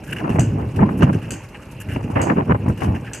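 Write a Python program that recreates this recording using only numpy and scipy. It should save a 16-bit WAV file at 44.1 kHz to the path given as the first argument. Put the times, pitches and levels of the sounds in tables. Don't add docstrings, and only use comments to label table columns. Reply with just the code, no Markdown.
import sys
import numpy as np
from scipy import signal
from scipy.fft import rfft, irfft
from scipy.io import wavfile
from scipy.ndimage import uniform_filter1d

SR = 44100
rng = np.random.default_rng(int(sys.argv[2]) if len(sys.argv) > 2 else 0)


def store_pcm(level_fs):
    pcm = np.round(np.clip(level_fs, -1, 1) * 32767).astype(np.int16)
    wavfile.write(sys.argv[1], SR, np.atleast_2d(pcm).T)


N = 141120

# start_s, level_db, pitch_hz
THUMPS = [(0.386, -5, 125), (0.807, -2, 180), (0.822, -0.5, 204), (1.026, -2, 245.6), (1.037, -3.5, 129),
          (2.305, -7, 209.6), (2.497, -10, 166.6), (2.514, -9, 179.6)]
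# time_s, rumble_db, rasp_db, upper_over_whole_rumble_db
GUSTS = [(0.0, -36, -51.5, -4.5), (0.16, -24.5, -38, -6), (0.22, -34, -34.5, -3),
         (0.248, -14.5, -25.5, -0.5), (0.27, -43, -33, 9.5), (0.3, -13.5, -27.5, -3.5),
         (0.331, -12, -29.5, -15), (0.36, -21, -32.5, 4.5), (0.4, -10.5, -27.5, -10.5),
         (0.42, -14.5, -34.5, 0), (0.5, -16.5, -37, -17), (0.53, -17.5, -42, -4), (0.591, -19.5, -29, -2),
         (0.731, -26.5, -45.5, -8.5), (0.83, -8.5, -19.5, 2), (0.85, -15.5, -29.5, -1.5),
         (0.93, -26.5, -35, 5.5), (0.98, -19.5, -37.5, -2.5), (1.02, -16.5, -26, 5), (1.03, -6, -16.5, 3),
         (1.048, -19, -32.5, -7), (1.098, -16.5, -23.5, 3.5), (1.121, -20.5, -37.5, -4.5),
         (1.159, -13.5, -32.5, -6), (1.21, -28, -46, -3.5), (1.35, -29, -36.5, -3.5), (1.41, -37, -51, -10),
         (1.45, -29, -50, -20), (1.5, -44.5, -54, 2), (1.84, -32, -53.5, -7.5), (1.96, -18, -36.5, -6),
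         (2.02, -27, -37, -24), (2.049, -22.5, -43, 0), (2.101, -25, -32.5, 0), (2.149, -21.5, -34, -24),
         (2.162, -13.5, -18.5, -15.5), (2.25, -22.5, -24.5, -6), (2.32, -18.5, -18.5, 1),
         (2.352, -23.5, -41, 1.5), (2.371, -18.5, -22.5, 4.5), (2.409, -15.5, -23.5, -2),
         (2.451, -27.5, -41.5, -5.5), (2.5, -14, -26.5, -1), (2.521, -9, -18, -12),
         (2.541, -15.5, -44, -11), (2.554, -15.5, -19.5, -13), (2.58, -28.5, -46.5, -6),
         (2.701, -12.5, -31.5, -3), (2.75, -27.5, -46, -9), (2.801, -34, -39.5, 4),
         (2.819, -20.5, -25, -22), (2.859, -18, -29, 0), (2.89, -11, -30.5, -11), (2.961, -21.5, -33, -2.5),
         (2.989, -30.5, -43, -3), (3.2, -35.5, -43, -9.5)]
# frequency_hz, density_db
RUMBLE_COLOUR = [(21, -50), (35, -16), (85, -0.5), (103, 4.5), (255, -5.5), (446, -17), (600, -27.5),
                 (780, -39.5), (1100, -88)]
# frequency_hz, density_db
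RASP_MID_COLOUR = [(150, -6.5), (250, -2.5), (418, -9), (1040, -14), (1260, -19.5), (2810, -27),
                   (5000, -81), (8000, -105)]
# frequency_hz, density_db
RASP_SIDE_COLOUR = [(24, -52), (40, -24), (434, -3), (576, -2), (935, 4), (1370, -17), (1520, -3),
                    (5000, -50.5), (8000, -77.5)]
# start_s, level_db, left_over_right_db
POPS = [(0.242, -17, 15), (0.277, -18.5, 15), (0.357, -5.5, 5.5), (0.386, -6, -2), (0.413, -12, 3),
        (0.602, -29, -1), (0.79, -11, 9), (0.89, -7, 2.5), (1.021, -17, -18), (1.092, -29, 2.0),
        (1.961, -8.5, 4), (2.159, -6.5, -2), (2.196, -9, -2), (2.299, -2, 8), (2.369, -18, 3),
        (2.495, -9, 1), (2.508, -19, 7), (2.521, -13, -11), (2.545, -9.5, 6), (2.663, -15.5, 8),
        (2.68, -9.5, 3), (2.697, -11.5, 5), (2.819, -13, 19.5)]
# start_s, level_db, start_pitch_hz
BUBBLES = [(.126, -30, 2750), (.321, -31, 2550), (.823, -15, 790), (.853, -30, 920), (3.113, -35, 1600)]
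# frequency_hz, density_db
TRICKLE_COLOUR = [(120, -30), (200, 0.5), (448, 1), (586, 2.5), (727, -7.5), (809, 1), (1040, -5.5),
                  (1980, -11.5), (2740, -3.5), (3650, -24), (13000, -29), (14500, -63)]
# start_s, level_db, hold_s, brightness_db_per_octave, low_splash_db
SPLASHES = [(0.036, -31, 0.01, 2.5, -8), (0.065, -33, 0.037, -0.5, 0.3), (0.105, -32.5, 0.027, 6, -5),
            (0.122, -33, 0.011, -8, 8), (0.1616, -31, 0.037, 1, 5), (0.2925, -31.5, 0.011, 3.5, 3.5),
            (0.318, -35.5, 0.043, 0.1, -3), (0.703, -36.5, 0.0083, -7.5, -19),
            (0.759, -28.5, 0.0055, 6, -5), (0.901, -44, 0.025, 12, -1), (0.973, -31, 0.017, 8.5, -10),
            (1.007, -31.5, 0.0089, -13, 5.5), (1.023, -23.5, 0.0096, -2, 5), (1.128, -30.5, 0.027, 2, 0.3),
            (1.217, -37, 0.035, -1, 4.5), (1.434, -33, 0.0096, -2, -15), (1.486, -33.5, 0.0072, 6, -30),
            (1.545, -54.5, 0.013, -2, 23), (1.615, -36, 0.018, -1, -2.5), (1.712, -33, 0.0076, 7, -19),
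            (1.8, -30.5, 0.015, 12.5, -5), (1.812, -44.5, 0.0062, 11, 6), (1.885, -33.5, 0.051, 4, 3),
            (1.942, -41, 0.025, -8, 7), (2.0243, -36.5, 0.018, 1, 3), (2.101, -31, 0.012, -1, -5.5),
            (2.154, -41, 0.066, 7, 15), (2.6813, -31.5, 0.021, 7, -27), (2.773, -33.5, 0.027, 2, -1.5),
            (2.8034, -28.5, 0.054, 0, -1.5), (2.946, -35.5, 0.02, 3, 6.5), (3.044, -37.5, 0.034, 0, 7)]
# frequency_hz, density_db
SPLASH_COLOUR = [(900, -29), (1600, 3.5), (2200, -7.5), (2850, 5), (3350, -13), (4030, -23.5), (5590, -15),
                 (8000, -17.5), (11500, -20), (13500, -26.5), (14500, -40)]
# frequency_hz, side_over_mid_db
WATER_WIDTH = [(60, -24), (200, -33), (370, -26.5), (680, -23), (1260, -13), (2310, -20.5), (4240, -0.5),
               (7790, -8), (14300, -14)]
# start_s, level_db
CLACKS = [(0.394, -18), (1.3064, -18.5), (2.2159, -19.5), (3.1339, -20)]
# pitch_hz, width_hz, level_db
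STEEL_MODES = [(4430, 90, -8), (4870, 60, -8), (5980, 45, -3), (6113, 40, 0), (6331, 45, 0), (6411, 45, -1),
               (6783, 45, 0), (7053, 45, -1), (7250, 50, -2), (7454, 45, -1), (7940, 45, -1),
               (8200, 60, -2), (8620, 60, -3)]
# frequency_hz, density_db
TAIL_COLOUR = [(880, -57), (1500, -3), (2230, -9.5), (2810, 1.5), (4030, -23), (4500, -9), (5670, -19.5),
               (6590, -7), (8200, -3.5), (9550, -14.5), (13600, -20.5), (14500, -45)]
# frequency_hz, decay_s
TAIL_T60 = [(2000, 0.44), (4500, 0.14), (6500, 0.54), (8500, 0.15), (12000, 0.16)]
# frequency_hz, gain_db
PORT_COLOUR = [(2300, -0.3), (2860, -1.5), (3300, -5.5), (4100, -0.5), (4600, -1.5)]
# frequency_hz, left_over_right_db
PORT_BALANCE = [(60, 1.5), (200, -1.0), (370, -2.5), (680, -1), (1260, 2), (2310, -2.5), (4240, 1),
                (7790, 1.5), (14300, 0)]

DEEP_DB, DEEP_HZ, THUMP_T60_S = -46, 72, 0.12
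EDDIES_PER_S, EDDY_DB, EVENNESS = 64, 2, 0.3
RUMBLE_TRIM_DB, UPPER_RUMBLE_HZ, UPPER_REF_DB = -1.5, 160, -4.5
RASP_REF_DB, MID_BRIGHTEN, SIDE_BRIGHTEN = -17.5, 0.24, 0.41
RASP_TRIM_DB, FLUTTER_DB = -1.5, 2.5
SIDE_SWING = 0.25
POP_DB, POP_T60_S = -12.5, 0.039
CRACKLES_PER_S, CRACKLE_DB, CRACKLE_T60_S = 70, 0.5, 0.019
BUBBLE_CYCLES, BUBBLE_RISE_HZ_PER_S = 16, 14000
TRICKLE_DB, TRICKLE_PATCH_DB = -43.5, 2
SPLASH_DB, SPLASH_ATTACK_S, SPLASH_T60_S = -8.5, 0.00056, 0.086
DROPS_PER_S, DROP_DB, DROP_CYCLES = 80, -61, 1.7
SPRAY_PER_S, SPRAY_DB, SPRAY_CYCLES = 140, -63.5, 44
BOUNCE_S, BOUNCE_DB = 0.012, -8.5
RATTLES_PER_S, RATTLE_T60_S = 690, 0.2
STRIKE_DB, RING_DB = 14, -28
TAIL_DB, TAIL_PATCH_DB = -16, 1.5
CRACK_DB, CRACK_T60_S = -10.5, 0.018
OVERLOAD, ROLLOFF_HZ, CUTOFF_HZ = 0.96, 13900, 14900


def amp(db):
    return np.exp(np.asarray(db) * np.log(10) / 20)


def rms_one(x):
    return x / np.sqrt(np.mean(x ** 2) + 1e-20)


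def at_hz(points, hz):
    p = np.array(points)
    return np.interp(np.log(hz), np.log(p[:, 0]), p[:, 1])


def drift(rate):
    r = np.exp(-40 * np.pi * rate / SR)
    noise = rng.standard_normal(N // 20 + 1002)
    slow = signal.lfilter([1], [1, -2 * r, r * r], noise)[1000:]
    return np.interp(np.arange(N) / 20, np.arange(len(slow)), rms_one(slow))


def bands(spectrum):
    hz = np.arange(N // 2 + 1) * SR / N + 1e-3
    low_hz, high_hz = spectrum[0][0], spectrum[-1][0]
    inside = (hz > low_hz) & (hz < high_hz)
    x = rfft(rng.standard_normal(N)) * amp(at_hz(spectrum, hz)) * inside
    x = x / np.sqrt(np.mean(irfft(x, N) ** 2))
    first_octave = np.floor(2 * np.log2(low_hz)) / 2
    for centre in 2 ** np.arange(first_octave, np.log2(high_hz) + 0.5, 0.5):
        octaves_off = np.clip(np.log2(hz / centre), -0.5, 0.5)
        yield centre, irfft(x * np.cos(np.pi * octaves_off) ** 2, N)


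def ring(clicks, hz, t60):
    r, w = amp(-60 / (t60 * SR)), 2 * np.pi * hz / SR
    return signal.lfilter([0, np.sin(w)], [1, -2 * r * np.cos(w), r * r], clicks + 1e-18)


def fade(clicks, t60):
    return signal.lfilter([1], [1, -amp(-60 / (t60 * SR))], clicks + 1e-18)


def impulses(s, gain):
    out = np.zeros(N)
    out[np.minimum((np.asarray(s) * SR).astype(int), N - 1)] = gain
    return out


def soften(x, size):
    window = np.hanning(size)
    return signal.lfilter(window / window.sum(), 1, x)


def even(x):
    power = uniform_filter1d(uniform_filter1d(x ** 2, size=800), size=800) + 1e-20
    return x * (np.mean(power) / power) ** (EVENNESS / 2)


def wide(spectrum, envelope):
    mid, side = 0, 0
    for (hz, mid_band), (_, side_band) in zip(bands(spectrum), bands(spectrum)):
        gain = envelope(hz)
        mid = mid + gain * mid_band
        side = side + gain * side_band * amp(at_hz(WATER_WIDTH, hz))
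    return np.array([mid + side, mid - side])


def thumps():
    thuds = sum(ring(impulses([s], amp(db)), hz, THUMP_T60_S) for s, db, hz in THUMPS)
    deep_band = signal.butter(2, [DEEP_HZ / 2, DEEP_HZ], "band", fs=SR, output="sos")
    deep = signal.sosfilt(deep_band, rng.standard_normal(N))
    return soften(thuds, size=60) + amp(DEEP_DB) * rms_one(deep)


def rumble(rumble_db, upper_db, eddies):
    out = 0
    for hz, band in bands(RUMBLE_COLOUR):
        lumps_db = 0.79 * eddies + 0.78 * drift(31)
        tilt_db = (hz > UPPER_RUMBLE_HZ) * (upper_db - UPPER_REF_DB)
        out = out + even(band) * amp(lumps_db + tilt_db)
    return amp(rumble_db + RUMBLE_TRIM_DB) * out


def pops_and_crackle(rasp_db):
    s, db, pan_db = np.transpose(POPS)
    pops = [fade(impulses(s, amp(db + POP_DB + sign * pan_db / 2)), POP_T60_S) for sign in (1, -1)]
    hits = (rng.random((2, N)) < CRACKLES_PER_S / SR) * rng.random((2, N))
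    crackle = fade(hits, CRACKLE_T60_S) * amp(rasp_db + CRACKLE_DB)
    return soften(pops + crackle, size=80)


def rasp(spectrum, brighten, level_db):
    out = 0
    for hz, band in bands(spectrum):
        band = band * amp(2.4 * drift(45))
        if hz > 800:
            band = band * amp(brighten * np.log2(hz / 800) * (level_db - RASP_REF_DB))
        out = out + band
    return amp(level_db) * out


def wind():
    s, *columns = np.transpose(GUSTS)
    rumble_db, rasp_db, upper_db = (np.interp(np.arange(N) / SR, s, c) for c in columns)
    eddies = EDDY_DB * drift(EDDIES_PER_S)
    steady_rasp = amp(rasp_db + RASP_TRIM_DB + 0.5 * eddies + FLUTTER_DB * drift(240))
    level_db = 20 * np.log10(steady_rasp + pops_and_crackle(rasp_db))
    in_step = rasp(RASP_MID_COLOUR, MID_BRIGHTEN, level_db)
    opposed = rasp(RASP_SIDE_COLOUR, SIDE_BRIGHTEN, level_db) * [[1], [-1]]
    opposed = opposed * amp(SIDE_SWING * (rasp_db - RASP_REF_DB))
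    return rumble(rumble_db, upper_db, eddies) + in_step + opposed


def bubbles():
    out = np.zeros(N + SR)
    for s, db, hz in BUBBLES:
        t = np.arange(int(BUBBLE_CYCLES / hz * SR)) / SR
        swell = np.sin(np.pi * np.sqrt(t / t[-1]))
        phase = 2 * np.pi * t * (hz + BUBBLE_RISE_HZ_PER_S * t / 2)
        out[int(s * SR):][:len(t)] += amp(db) * swell * np.sin(phase)
    return out[:N]


def droplets(per_s, db, cycles, low_hz, high_hz):
    sizes = amp(0.87 * np.minimum(rng.exponential(1, N), 4)) * (rng.random(N) < per_s / SR)
    dealt = rng.integers(0, 12, N)
    pitches = np.geomspace(low_hz, high_hz, 12)
    rings = sum(ring(sizes * (dealt == k), hz, cycles / hz) for k, hz in enumerate(pitches))
    band = signal.butter(3, [low_hz / 1.3, high_hz * 1.1], "band", fs=SR, output="sos")
    return amp(db) * rms_one(signal.sosfilt(band, rings))


def trickle(together):
    def patches(hz):
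        return amp(TRICKLE_DB + TRICKLE_PATCH_DB * (0.58 * together + drift(19.0)))
    return wide(TRICKLE_COLOUR, patches)


def splashes():
    s, db, hold_s, tilt_db, low_db = np.transpose(SPLASHES)
    t = np.arange(0, N, 16) / SR - s[:, None]
    attack = np.clip(t / SPLASH_ATTACK_S, 0, 1)
    shape = attack * amp(-60 * np.clip(t - hold_s[:, None], 0, 1) / SPLASH_T60_S)
    sputter = drift(120)

    def bursts(hz):
        colour_db = tilt_db * np.log2(hz / 7000) if hz > 3500 else low_db
        level = np.repeat(amp(db + SPLASH_DB + colour_db) @ shape, 16)[:N]
        return soften(level, size=40) * amp(2.5 * sputter + 2.5 * drift(25))
    return wide(SPLASH_COLOUR, bursts)


def water():
    drops = droplets(DROPS_PER_S, DROP_DB, DROP_CYCLES, 1550, 2070)
    spray = droplets(SPRAY_PER_S, SPRAY_DB, SPRAY_CYCLES, 4940, 16500)
    return splashes() + trickle(drift(46.4)) + drops + spray


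def pump():
    s, db = np.transpose(CLACKS)
    s, db = np.append(s, s + BOUNCE_S), np.append(db, db + BOUNCE_DB)
    blows = soften(impulses(s, amp(db)), size=40)
    grain = drift(300)
    chatter = fade(blows, RATTLE_T60_S) * (rng.random(N) < RATTLES_PER_S / SR)
    rings = 0
    for hz, width_hz, level_db in STEEL_MODES:
        strikes = impulses(s, amp(db + STRIKE_DB) * rng.standard_normal(len(s)))
        hits = chatter * rng.standard_normal(N) + strikes
        t60 = np.log(1000) / np.pi / width_hz
        rings = rings + ring(hits * amp(level_db + RING_DB), hz, t60)

    def crack_and_tail(hz):
        patches = amp(TAIL_DB + TAIL_PATCH_DB * (drift(66) + grain))
        tail = patches * fade(blows, at_hz(TAIL_T60, hz))
        return tail + amp(CRACK_DB) * fade(blows, CRACK_T60_S)
    return rings + wide(TAIL_COLOUR, crack_and_tail)


def scene():
    return thumps() + wind() + bubbles() + water() + pump()


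def record(dry):
    hz = np.arange(N // 2 + 1) * SR / N + 1
    lean = at_hz(PORT_BALANCE, hz) / 2
    x = irfft(rfft(dry) * amp(at_hz(PORT_COLOUR, hz) + [lean, -lean]), N)
    x = x / (1 + (x / OVERLOAD) ** 4) ** 0.25
    x = signal.sosfilt(signal.butter(2, 42, "high", fs=SR, output="sos"), x)
    x = signal.sosfilt(signal.cheby2(9, 16, ROLLOFF_HZ, fs=SR, output="sos"), x)
    return signal.sosfilt(signal.cheby2(12, 60, CUTOFF_HZ * 1.03, fs=SR, output="sos"), x)


dry = scene()
out = record(dry)
store_pcm(out)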